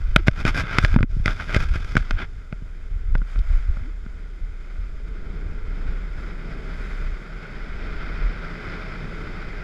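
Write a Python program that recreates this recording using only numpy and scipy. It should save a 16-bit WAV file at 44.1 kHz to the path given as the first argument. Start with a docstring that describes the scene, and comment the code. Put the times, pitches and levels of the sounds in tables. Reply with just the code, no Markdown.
"""Skiing down a packed slope

A skier carries a small camera in a plastic housing. At first a glove rubs and knocks the housing to aim it, and
air trapped under the glove hoots. Then the skis gather speed: crushed snow hisses louder, the skis chatter on
bumps and their edges throw spray. Wind rumbles on the housing throughout, and its hollow resonances (the
pitches it rings at) colour the wind, the rubs, the knocks and the snow."""
import sys
import numpy as np
from scipy import signal
from scipy.fft import rfft, irfft
from scipy.io import wavfile
from scipy.ndimage import uniform_filter1d

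SR = 44100
rng = np.random.default_rng(int(sys.argv[2]) if len(sys.argv) > 2 else 0)


def wav_out(sig):
    """Save sig, one row per channel (or a flat mono array), as 16-bit PCM at SR to the path in sys.argv[1]."""
    wavfile.write(sys.argv[1], SR, np.round(np.clip(np.atleast_2d(sig).T, -1, 1) * 32767).astype(np.int16))


N = 424683
TIME = np.arange(N) / SR

# Pitches the hollow housing rings at: (pitch [Hz], width [Hz], boost [dB])
HOUSING_RESONANCES = [(628, 59, 4), (1430, 490, 13.5), (2088, 356, 12), (2450, 320, 9.5), (3096, 300, 4.5),
                      (3560, 570, 6), (4520, 210, 5.5), (5050, 540, 6.5), (6880, 350, 2),
                      (11070, 1430, 8.5)]
# Tone of each sound before the housing colours it: (frequency [Hz], relative level [dB])
RUMBLE_TONE = [(10, -13.5), (22, -11), (32, 4), (42, -8), (55, -17), (80, -22.5), (160, -48), (600, -84),
               (4000, -130)]
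BUFFET_TONE = [(20, -32.5), (45, -2), (70, 1.5), (110, -15), (180, -29.5), (400, -45.5), (1200, -59),
               (4000, -110)]
RUB_TONE = [(30, -16), (70, 26), (140, 16.5), (300, 6.5), (500, 1.5), (750, 1), (1000, -2), (1200, -0.5),
            (1700, -4), (2800, -5.5), (4200, -12), (5700, -12.5), (8500, -26), (16000, -45)]
CRACK_TONE = [(30, -40), (200, -14), (400, -2), (600, 7), (750, 2), (900, 4.5), (1100, -1.5), (1800, -2.5),
              (2800, -1), (4200, -6), (6000, -5.5), (8500, -11.5), (16000, -29.5)]
HISS_TONE = [(100, -29.5), (500, 5), (800, 1.5), (1100, -1.5), (1800, -0.5), (2800, -8.5), (4200, -12.5),
             (5200, -14.5), (6200, -24.5), (9000, -67), (16000, -76)]
CHATTER_TONE = [(40, -12), (85, -2.5), (125, -0.5), (165, 3.5), (205, -2), (290, -7.5), (430, -5),
                (520, -15.5), (640, -21.5), (850, -24.5), (1400, -32.5), (4000, -79), (16000, -110)]
SPRAY_TONE = [(1000, -32), (3000, 3), (4500, -3), (6000, -1), (7300, -0.5), (8400, -8.5), (9500, -8),
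              (10500, -18), (12500, -17.5), (16000, -43)]
# Steady airflow over the housing: (time [s], strength [dB])
AIRFLOW = [(0, -23), (.72, -32), (1.1, -22), (2.05, -29.5), (2.4, -34), (3.7, -26.5), (4.1, -33),
           (5.9, -27.5), (6.5, -32.5), (7.1, -27), (7.6, -31), (8.15, -29), (8.6, -35), (9.6, -32.5)]
# Gusts on top of it: (peak time [s], length [s], strength [dB])
WIND_GUSTS = [(0.123, 0.18, -22), (.5, 0.083, -20.5), (0.933, 0.18, -16.5), (1.184, 0.15, -25.5),
              (1.607, 0.047, -22), (1.725, .1, -19), (1.994, 0.056, -20), (2.14, 0.053, -17),
              (2.947, 0.063, -23.5), (3.147, .14, -16.5), (3.39, 0.043, -13), (3.54, .1, -15),
              (3.703, 0.058, -16.5), (3.806, 0.036, -23), (4.44, 0.041, -24.5), (4.802, 0.072, -26.5),
              (5.69, 0.052, -24.5), (5.896, 0.14, -25), (7.056, 0.093, -26.5), (8.252, 0.083, -18.5)]
# Brief drops in the wind on the housing; the first, near 1.08 s, is the hand covering it: (middle time [s],
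# length [s], change [dB])
WIND_LULLS = [(1.076, 0.039, -16), (1.428, .1, -13), (2.44, 0.053, -5), (2.724, 0.21, -1.5),
              (3.266, 0.037, -7), (4.364, 0.055, -2.5), (4.66, 0.12, -2.5), (5.24, .14, -1),
              (7.257, 0.11, -13), (7.454, 0.12, -12.5), (8.6, 0.069, -6)]
# Rubs of the glove; a looser grip leaves more bass and treble:
# (start [s], length [s], relative level [dB], looseness [dB])
GLOVE_STROKES = [(0, 0.34, -50.5, 3), (0.182, 0.011, -37, -12), (0.274, 0.0067, -26.5, 1),
                 (0.385, 0.03, -36, 1), (0.471, 0.019, -23.5, 0.5), (0.57, 0.035, -27, 2),
                 (0.66, 0.095, -36, -6), (0.725, 0.073, -31, -4.5), (0.828, 0.021, -32, 5),
                 (0.886, 0.064, -40.5, 3), (0.956, 0.066, -55, -3), (1.11, 0.21, -57.5, 10.5),
                 (1.279, 0.026, -31, 0), (1.306, 0.7, -44, 4.5), (1.402, 0.019, -33.5, -5),
                 (1.502, 0.025, -33, -4), (1.546, 0.016, -23, -3), (1.61, 0.021, -33, 3.5),
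                 (1.745, 0.018, -33.5, -1), (1.975, 0.17, -45, 0.5), (2.197, 0.029, -32, -9.5),
                 (2.25, .2, -66, 10)]
# Housing walls that ring under the glove: (pitch [Hz], relative level [dB])
WALL_RINGS = [(1370, -16), (1620, 0.5), (2200, -24), (3500, -7)]
# Knocks on the housing:
# (time [s], crack peak [dB], brightness [Hz], wall pitch [Hz], thud peak [dB], thud pitch [Hz])
HOUSING_KNOCKS = [(0.1615, 3, 3800, 1600, -1.5, 135), (.2824, -1.5, 3550, 1580, 0, 100),
                  (.452, -10, 6040, 2100, -7, 116), (.546, -20, 5000, 1600, -21, 110),
                  (0.637, -26, 1980, 1410, -18, 123), (0.785, -1.5, 6700, 1500, -5, 100),
                  (.838, -35, 1490, 1400, -7.5, 69.3), (.8485, -4.5, 4400, 1680, -17, 101),
                  (0.9417, -21, 3000, 1400, -12, 60), (.962, -13, 2000, 980, -3.5, 130),
                  (0.9889, -18.5, 1780, 1400, -23, 139), (1.007, -23.5, 3000, 1190, -8, 74.5),
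                  (1.0293, -11.5, 2290, 1000, -9, 95), (1.167, -53.5, 1100, 1400, -15, 121),
                  (1.199, -41, 1100, 1400, -18, 111), (1.259, -6.5, 6000, 2000, -10.5, 94.5),
                  (1.2797, -7, 2980, 1540, -16, 98), (1.494, -23, 4000, 1500, -29, 99),
                  (1.546, -7, 5630, 1920, -16, 100), (1.564, -11, 4560, 1200, -5.5, 72.6),
                  (1.603, -20, 5000, 1400, -30, 80), (1.7576, -31, 4870, 1240, -17.5, 79),
                  (1.9542, -15.5, 3950, 1520, -11, 140), (1.968, -2.5, 3000, 1430, -6.5, 114),
                  (1.9772, -17, 6000, 1290, -22, 110), (2.109, -12, 5000, 1650, -20, 202),
                  (2.5262, -25, 1470, 920, -18.5, 149), (2.622, -54, 1190, 1400, -25, 149),
                  (3.1522, -19, 1920, 1510, -16, 110), (3.181, -34, 9000, 5100, -32, 100),
                  (3.2172, -30.5, 1700, 1550, -25, 152), (3.359, -27, 1820, 1480, -29.5, 200),
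                  (3.3905, -30.5, 9100, 3620, -29, 59.6), (3.7704, -32, 1500, 1430, -27, 140),
                  (4.063, -35, 1700, 1380, -25.5, 175)]
# Hoots of the air pocket between glove and housing: (start [s], length [s], first pitch [Hz], last pitch [Hz],
# level [dB])
POCKET_HOOTS = [(0.187, 0.025, 370, 340, -32), (0.957, 0.022, 168, 268, -15),
                (1.034, 0.014, 200, 262, -19), (2.207, 0.035, 320, 456, -39),
                (3.817, 0.07, 239, 263, -41), (3.86, 0.042, 256, 326, -40.5)]
# Speed of the skis, given as the loudness of their hiss: (time [s], level [dB])
SKI_SPEED = [(2.3, -56), (4.5, -54), (5.3, -53), (6.5, -46), (7.25, -45.5), (7.5, -42.5), (8.1, -39.5),
             (8.7, -40), (9.6, -40)]
# The edges bite or cross rough snow:
# (peak time [s], length [s], hiss change [dB], chatter change [dB], spray change [dB])
EDGE_BITES = [(3.32, 0.11, 7, -4, 6.5), (3.534, 0.19, 8.5, -3.5, 6.5), (3.756, 0.19, 6, 0, 2.5),
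              (4.737, 0.18, 2.5, 1.5, 1), (5.385, 0.55, 3, 8.5, 0), (5.864, 0.26, 4.5, 6.5, 1.5),
              (6.22, 0.11, 3, 3.5, 3.5), (6.513, 0.47, 1.5, 6, 1), (6.91, .4, 4, 2, 5),
              (8.703, .3, 2, 2, 1.5), (9.19, 0.34, -1, 3, 1)]
# The hand shuts out the sound of the snow: (middle time [s], length [s], change [dB])
HAND_COVER = [(0.306, 0.05, -12.5), (1.072, 0.044, -12)]


def from_db(db):
    """Turn decibels into a number to multiply a sound by."""
    return 10 ** (np.asarray(db) / 20)


def unit_power(x):
    """Scale a signal so that its average power is 1."""
    return x / np.sqrt(np.mean(x ** 2) + 1e-20)


def low_pass(x, hz):
    """Soften everything above the given frequency."""
    return signal.sosfilt(signal.butter(2, min(hz, SR / 2 - 1), fs=SR, output="sos"), x)


def resonate(x, hz, q):
    """Ring at one pitch; a higher q rings longer."""
    return signal.lfilter(*signal.iirpeak(hz, q, fs=SR), x)


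def drift(rate_hz):
    """A smooth random wander with a typical size of 1."""
    return unit_power(low_pass(rng.standard_normal(N + SR), rate_hz)[SR:])


def swell(peak_s, length):
    """A smooth rise to 1 and fall, above one half for the given length."""
    return .5 ** np.minimum((2 * (TIME - peak_s) / length) ** 2, 60)


def housing_response(tone, size=16384):
    """How one click with the given tone rings inside the housing."""
    hz = np.maximum(np.fft.rfftfreq(size, 1 / SR), 1)
    points_hz, points_db = np.transpose(tone)
    level_db = np.interp(np.log(hz), np.log(points_hz), points_db)
    for centre, width, boost_db in HOUSING_RESONANCES:
        level_db += boost_db * .5 ** ((2 * (hz - centre) / width) ** 2)
    # make the ringing come after the click, never before it (minimum phase)
    cepstrum = irfft(np.log(from_db(level_db)))[:size // 2]
    cepstrum[1:] *= 2
    return irfft(np.exp(rfft(cepstrum, size)))


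def through_housing(force, tone):
    """A steady noise as heard inside the housing, at a power of 1."""
    return unit_power(irfft(rfft(force) * rfft(housing_response(tone), N), N))


def eddies(tone, steady_s):
    """Swirling air pushes on the housing; its loudness is evened out so the wind can shape it."""
    pressure = through_housing(rng.standard_normal(N), tone)
    local_power = uniform_filter1d(pressure ** 2, int(steady_s * SR) + 1)
    return pressure / np.sqrt(local_power + 1e-6)


def wind(rumble_db, buffet_db, lumps_db, breeze_db, buffet_growth):
    """Gusts drive a deep throb near 32 Hz; swirls break off in lumps and buffet at a higher pitch."""
    flow_db = np.interp(TIME, *np.transpose(AIRFLOW))
    flow_db += sum(db * swell(s, length) for s, length, db in WIND_LULLS)
    gust_power = sum((from_db(db) * swell(s, length)) ** 2 for s, length, db in WIND_GUSTS)
    strength = np.sqrt(from_db(flow_db) ** 2 + gust_power)
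    above_breeze_db = 20 * np.log10(strength) - breeze_db
    rumble = from_db(rumble_db) * eddies(RUMBLE_TONE, steady_s=0.06)
    buffet_gain = from_db(buffet_db + buffet_growth * above_breeze_db + lumps_db * drift(rate_hz=14))
    buffet = buffet_gain * eddies(BUFFET_TONE, steady_s=0.095)
    return strength * (rumble + buffet)


def friction(grains_per_s, spread_db, smooth_db):
    """Sliding surfaces make tiny slips of uneven size over a smooth hiss."""
    sizes = from_db(spread_db * np.minimum(rng.exponential(1, N), 4))
    slips = sizes * rng.choice([-1, 1], N) * (rng.random(N) < grains_per_s / SR)
    return unit_power(slips) + from_db(smooth_db) * rng.standard_normal(N)


def stroke(start, length, rise_s=0.07, fall_s=0.046):
    """One rub fades in, holds and fades out; a short one starts and stops faster."""
    rise, fall = min(rise_s, 2 * length), min(fall_s, 2 * length)
    end = start + length
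    return np.interp(TIME, [start - rise, start, end, end + fall], [0, 1, 1, 0]) ** 2


def glove(gain_db, stick_db, middle_hz, wall_q, shift_db):
    """Fabric catches and slips on the plastic; a firm press takes away bass and treble."""
    middle_power, loose_power = np.zeros(N), np.zeros(N)
    for start, length, level_db, loose_db in GLOVE_STROKES:
        power = (from_db(level_db) * stroke(start, length)) ** 2
        middle_power += power
        loose_power += power * from_db(loose_db) ** 2
    drag = friction(grains_per_s=2000, spread_db=3.5, smooth_db=-4)
    drag *= from_db(stick_db * drift(rate_hz=82))
    rub = through_housing(drag, RUB_TONE)
    # as the grip shifts, one wall after another is left free to ring
    ringing = sum(from_db(db + shift_db * drift(rate_hz=20)) * resonate(rub, hz, wall_q)
                  for hz, db in WALL_RINGS)
    rub = unit_power(rub + ringing)
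    middle = signal.sosfiltfilt(signal.butter(2, middle_hz, "band", fs=SR, output="sos"), rub)
    bass_and_treble = rub - middle
    return from_db(gain_db) * (np.sqrt(middle_power) * middle + np.sqrt(loose_power) * bass_and_treble)


def knocks(rattle_db, rattle_s, wall_db, hollow_db, thud_cycles, size=4096):
    """Each knock cracks through the shell, rattles in the mount and thumps the air shut inside."""
    out, t = np.zeros(N + size), np.arange(size) / SR
    shell = housing_response(CRACK_TONE)[:size]
    for start, crack_db, bright_hz, wall_hz, thud_db, thud_hz in HOUSING_KNOCKS:
        click = t == 0
        rattle = rng.standard_normal(size) * from_db(rattle_db) * np.exp(-t / rattle_s)
        contact = low_pass(click + rattle, bright_hz)
        # the struck wall rings, and the hollow case answers below it
        wall = from_db(wall_db) * resonate(contact, wall_hz, q=3.7)
        hollow = from_db(hollow_db) * resonate(contact, hz=480, q=1.4)
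        crack = signal.fftconvolve(contact + wall + hollow, shell)[:size]
        # the air's swing dies in a few cycles; a softer touch rounds off its start
        swing = np.cos(2 * np.pi * thud_hz * t) * from_db(-60 * thud_hz * t / thud_cycles)
        thud = low_pass(swing, 0.1 * bright_hz)
        at = round(start * SR)
        for wave, peak_db in (crack, crack_db), (thud, thud_db):
            out[at:at + size] -= from_db(peak_db) * wave / np.abs(wave).max()
    return out[:N]


def hoots(waver):
    """The air pocket between glove and housing gives brief low tones that slide unsteadily, mostly upward."""
    out = np.zeros(N)
    wobble = 1 + waver * drift(rate_hz=130)
    for start, length, first_hz, last_hz, level_db in POCKET_HOOTS:
        progress = np.clip((TIME - start) / length, 0, 1)
        hz = (first_hz + (last_hz - first_hz) * progress) * wobble
        loudness = from_db(level_db) * np.sin(np.pi * progress)
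        out += loudness * np.sin(2 * np.pi * np.cumsum(hz) / SR)
    return out


def skis(full_speed_db, chatter_db, spray_db, bumps_db, crust_db):
    """Snow grains crush, the skis chatter on bumps and the edges throw spray; all grow with speed."""
    speed_db = np.interp(TIME, *np.transpose(SKI_SPEED)) - full_speed_db
    bites_db = sum(np.outer(changes, swell(s, length)) for s, length, *changes in EDGE_BITES)
    hiss_bite, chatter_bite, spray_bite = bites_db
    bumps = from_db(bumps_db * drift(rate_hz=28))
    crush = friction(grains_per_s=4000, spread_db=3.0, smooth_db=0.5)
    crush *= from_db(crust_db * drift(rate_hz=18))   # patches of harder crust scrape louder
    hiss = from_db(full_speed_db + speed_db + hiss_bite) * through_housing(crush, HISS_TONE)
    chatter = through_housing(rng.standard_normal(N), CHATTER_TONE)
    spray = through_housing(rng.standard_normal(N), SPRAY_TONE)
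    # chatter and spray grow less with speed than the hiss does
    chatter *= from_db(chatter_db + 0.79 * speed_db + chatter_bite)
    spray *= from_db(spray_db + 0.24 * speed_db + spray_bite)
    return (hiss + chatter + spray) * bumps


def scene():
    """Wind, the hand on the camera and the skis, all at one microphone."""
    air = wind(rumble_db=1.46, buffet_db=-15.5, lumps_db=3.0, breeze_db=-28, buffet_growth=0.092)
    rubs = glove(gain_db=4.0, stick_db=1.5, middle_hz=(220, 4200), wall_q=25, shift_db=6.5)
    taps = knocks(rattle_db=-16.5, rattle_s=0.002, wall_db=2.5, hollow_db=-5, thud_cycles=2.74)
    pocket = hoots(waver=0.056)
    snow = skis(full_speed_db=-37.5, chatter_db=-37.5, spray_db=-62, bumps_db=0.44, crust_db=0.9)
    cover_db = sum(db * swell(s, length) for s, length, db in HAND_COVER)
    return (air + rubs + taps + pocket + from_db(cover_db) * snow)[None]


def record(dry):
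    """The hardest knocks overload the camera, and the treble is cut off by 16200 Hz."""
    treble_cut = signal.cheby2(14, 75, 16200, fs=SR, output="sos")
    return signal.sosfilt(treble_cut, np.clip(dry, -1, 1))


dry = scene()
out = record(dry)
wav_out(out)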